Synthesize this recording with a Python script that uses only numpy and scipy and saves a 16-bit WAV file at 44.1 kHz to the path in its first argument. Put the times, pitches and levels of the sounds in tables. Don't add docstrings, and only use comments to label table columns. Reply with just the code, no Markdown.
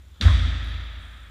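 import sys
import numpy as np
from scipy import signal
from scipy.fft import rfft, irfft
from scipy.io import wavfile

SR = 44100
rng = np.random.default_rng(int(sys.argv[2]) if len(sys.argv) > 2 else 0)


def inscribe(sig):
    pcm = np.round(np.clip(np.atleast_2d(sig).T, -1, 1) * 32767)
    wavfile.write(sys.argv[1], SR, pcm.astype(np.int16))


N = 57330

# (frequency [Hz], relative level [dB])
ROOM_SPECTRUM = [(25, -13.5), (45, -18.5), (66, 5.5), (85, -4.5), (115, -18), (260, -26.5), (427, -31),
                 (800, -35.5), (1700, -32.5), (2900, -37.5), (3500, -31.5), (4500, -41.5), (8000, -45),
                 (12000, -49.5), (14300, -48), (15500, -55)]
# (time [s], level [dB], centre [Hz], half-width [Hz], t60 [s])
FAR_TICKS = [(.14, -62.5, 3420, 648, 3.6), (.145, -64, 1290, 531, 2.3), (.642, -60, 10500, 3600, 0.031),
             (.66, -69, 10200, 3400, .8)]
# (time [s], level [dB], centre [Hz], half-width [Hz], t60 [s])
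SHOE_SCUFF = [(.96, -70, 8400, 3520, 2.8)]
# (time [s], level [dB], centre [Hz], half-width [Hz], t60 [s])
SHOE_SLAPS = [(.201, -34, 205, 75, 0.3), (.243, -31, 192, 90, 0.22), (.25, -37, 607, 168, 0.32),
              (.246, -35.5, 1390, 840, 0.26), (.276, -30.5, 1094, 235, 0.21),
              (.278, -28.5, 1576, 497, 0.051)]
# (time [s], level [dB])
FOOT_LOADS = [(.268, -15), (.3118, -16)]
# (frequency [Hz], relative level [dB], t60 [s])
SPRUNG_FLOOR_MODES = [(67.1, 0, .36), (87.6, 0, .29), (96.6, -13, .9)]
# (frequency [Hz], level [dB], t60 [s])
STANDING_WAVES = [(55.5, -15, 2.1), (82.2, -18, 1.8)]
# (frequency [Hz], relative level [dB])
BOOM_SPECTRUM = [(25, -22), (42, -9), (55, -4), (92, 0), (115, -5), (145, -17), (275, -19), (390, -43),
                 (1500, -100)]
# (frequency [Hz], t60 [s])
REVERB_TIMES = [(100, 4.8), (260, 1.86), (700, 3.23), (1400, 3.55), (2500, 3.2), (3600, 2.66), (5000, 1.93),
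                (8000, 1.36), (14000, 0.57)]
# (frequency [Hz], relative level [dB])
RETURN_SPECTRUM = [(150, -10.5), (280, 3), (390, -11), (620, -7.5), (820, -11.5), (1100, -10), (1270, 0),
                   (1480, -4), (1780, 0), (2200, -4), (2950, -8), (3330, 3), (3850, 0.5), (4200, -11.5),
                   (4650, -8.5), (5200, -16.5), (5700, -13), (6300, -18), (8200, -20), (9800, -29.5),
                   (11500, -29), (15000, -44)]
# (delay [s], relative level [dB])
NEAR_ECHOES = [(.0128, -15), (0.022, -16)]
# (frequency [Hz], relative level [dB])
CRACK_SPECTRUM = [(300, 10), (1500, -25), (4000, 19.5), (5700, 0.5), (7200, -8.5), (10000, -15),
                  (15000, -25)]
# (frequency [Hz], relative level [dB], t60 [s])
BAT_BALL_MODES = [(1684, -12.5, 0.017), (2170, -17.5, 0.014), (2850, -17, 0.036), (3330, -12, 0.015),
                  (3895, -1, 0.0058), (4570, -12.5, 0.026), (4670, -17, 0.045), (5650, -18, 0.036)]

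STROKE_S, LOAD_RISE_S = .2105, .063
ROOM_DB, WHINE_DB, BOOM_TAIL_DB = -48, -65.5, -27
STROKE_DB, SCATTER_DB, REVERB_DB = -16, -31.5, -31


def undb(db):
    return 10 ** (np.asarray(db) / 20)


def since(onset):
    return np.arange(N) / SR - onset


def noise(gain):
    hz = np.arange(N // 2 + 1) * SR / N
    phases = np.exp(2j * np.pi * rng.random(len(hz)))
    wave = irfft(gain(hz) * phases, N)
    return wave / np.sqrt(np.mean(wave ** 2))


def at_hz(points, hz):
    freqs, values = np.array(sorted(points), float).T
    return np.interp(np.log(np.maximum(hz, 1)), np.log(freqs), values)


def coloured(spectrum):
    return noise(lambda hz: undb(at_hz(spectrum, hz)))


def strike(t, rise, t60):
    attack = np.sin(np.pi / 2 * np.clip(t / rise, 0, 1)) ** 2
    return attack * np.exp(-np.log(1000) * np.maximum(t - rise, 0) / t60)


def ring(modes, t, rise, lead=0):
    return sum(undb(db) * np.sin(2 * np.pi * hz * t) * strike(t + lead, rise, t60)
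               for hz, db, t60 in modes)


def bursts(rows, rise):
    out = 0
    for onset, db, centre, width, t60 in rows:
        band = noise(lambda hz: 1 / (1 + ((hz - centre ** 2 / (hz + 1)) / width) ** 2))
        out += undb(db) * strike(since(onset), rise, t60) * band
    return out


def room_rumble():
    return undb(ROOM_DB) * coloured(ROOM_SPECTRUM)


def whine(pitch_hz=7150, wander_hz=80, pips_per_s=33, pip_s=.0042):
    from_pip = ((since(.024) * pips_per_s + .5) % 1 - .5) / pips_per_s
    pips = np.exp(-(from_pip / pip_s) ** 2)
    wander = wander_hz * noise(lambda hz: hz < 60)
    phase = 2 * np.pi * np.cumsum(pitch_hz + wander) / SR
    return undb(WHINE_DB) * pips * (np.sin(phase) + undb(-9) * np.sin(2 * phase))


def stamp():
    floor = sum(undb(db) * ring(SPRUNG_FLOOR_MODES, since(landing), rise=LOAD_RISE_S, lead=LOAD_RISE_S)
                for landing, db in FOOT_LOADS)
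    since_heel = since(FOOT_LOADS[0][0])
    standing = ring(STANDING_WAVES, since_heel, rise=.065, lead=LOAD_RISE_S)
    tail = coloured(BOOM_SPECTRUM) * strike(since_heel, rise=.09, t60=1.7)
    return floor + standing + undb(BOOM_TAIL_DB) * tail + bursts(SHOE_SLAPS, rise=.0053)


def reverberation(bands=18):
    t = since(STROKE_S + .008)
    spectrum = rfft(coloured(RETURN_SPECTRUM))
    log_hz = np.log(np.maximum(np.arange(len(spectrum)) * SR / N, 1))
    centres = np.geomspace(100, 15000, bands)
    tail = 0
    for hz, selector in zip(centres, np.eye(bands)):
        triangle = np.interp(log_hz, np.log(centres), selector)
        band = irfft(spectrum * triangle, N)
        tail += band * strike(t, rise=.0056, t60=at_hz(REVERB_TIMES, hz))
    return undb(REVERB_DB) * tail


def early_reflections(direct):
    t = since(STROKE_S)
    echoes = sum(undb(db) * np.interp(t - delay, t, direct) for delay, db in NEAR_ECHOES)
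    scatter = coloured(RETURN_SPECTRUM) * strike(t - .004, rise=.003, t60=.26)
    return echoes + undb(SCATTER_DB) * scatter


def bat_stroke():
    t = since(STROKE_S)
    crack = coloured(CRACK_SPECTRUM) * strike(t, rise=.0004, t60=.022)
    ringing = ring(BAT_BALL_MODES, t, rise=.0022)
    return undb(STROKE_DB) * (ringing + undb(-4) * crack)


def scene():
    ticks = bursts(FAR_TICKS, rise=.0027)
    scuff = bursts(SHOE_SCUFF, rise=.064)
    direct = bat_stroke()
    stroke = direct + early_reflections(direct) + reverberation()
    return (ticks + scuff + stroke + stamp() + room_rumble() + whine())[None]


def record(dry, cutoff_hz=15200):
    return signal.sosfilt(signal.ellip(10, .2, 80, cutoff_hz, fs=SR, output="sos"), dry)


dry = scene()
out = record(dry)
inscribe(out)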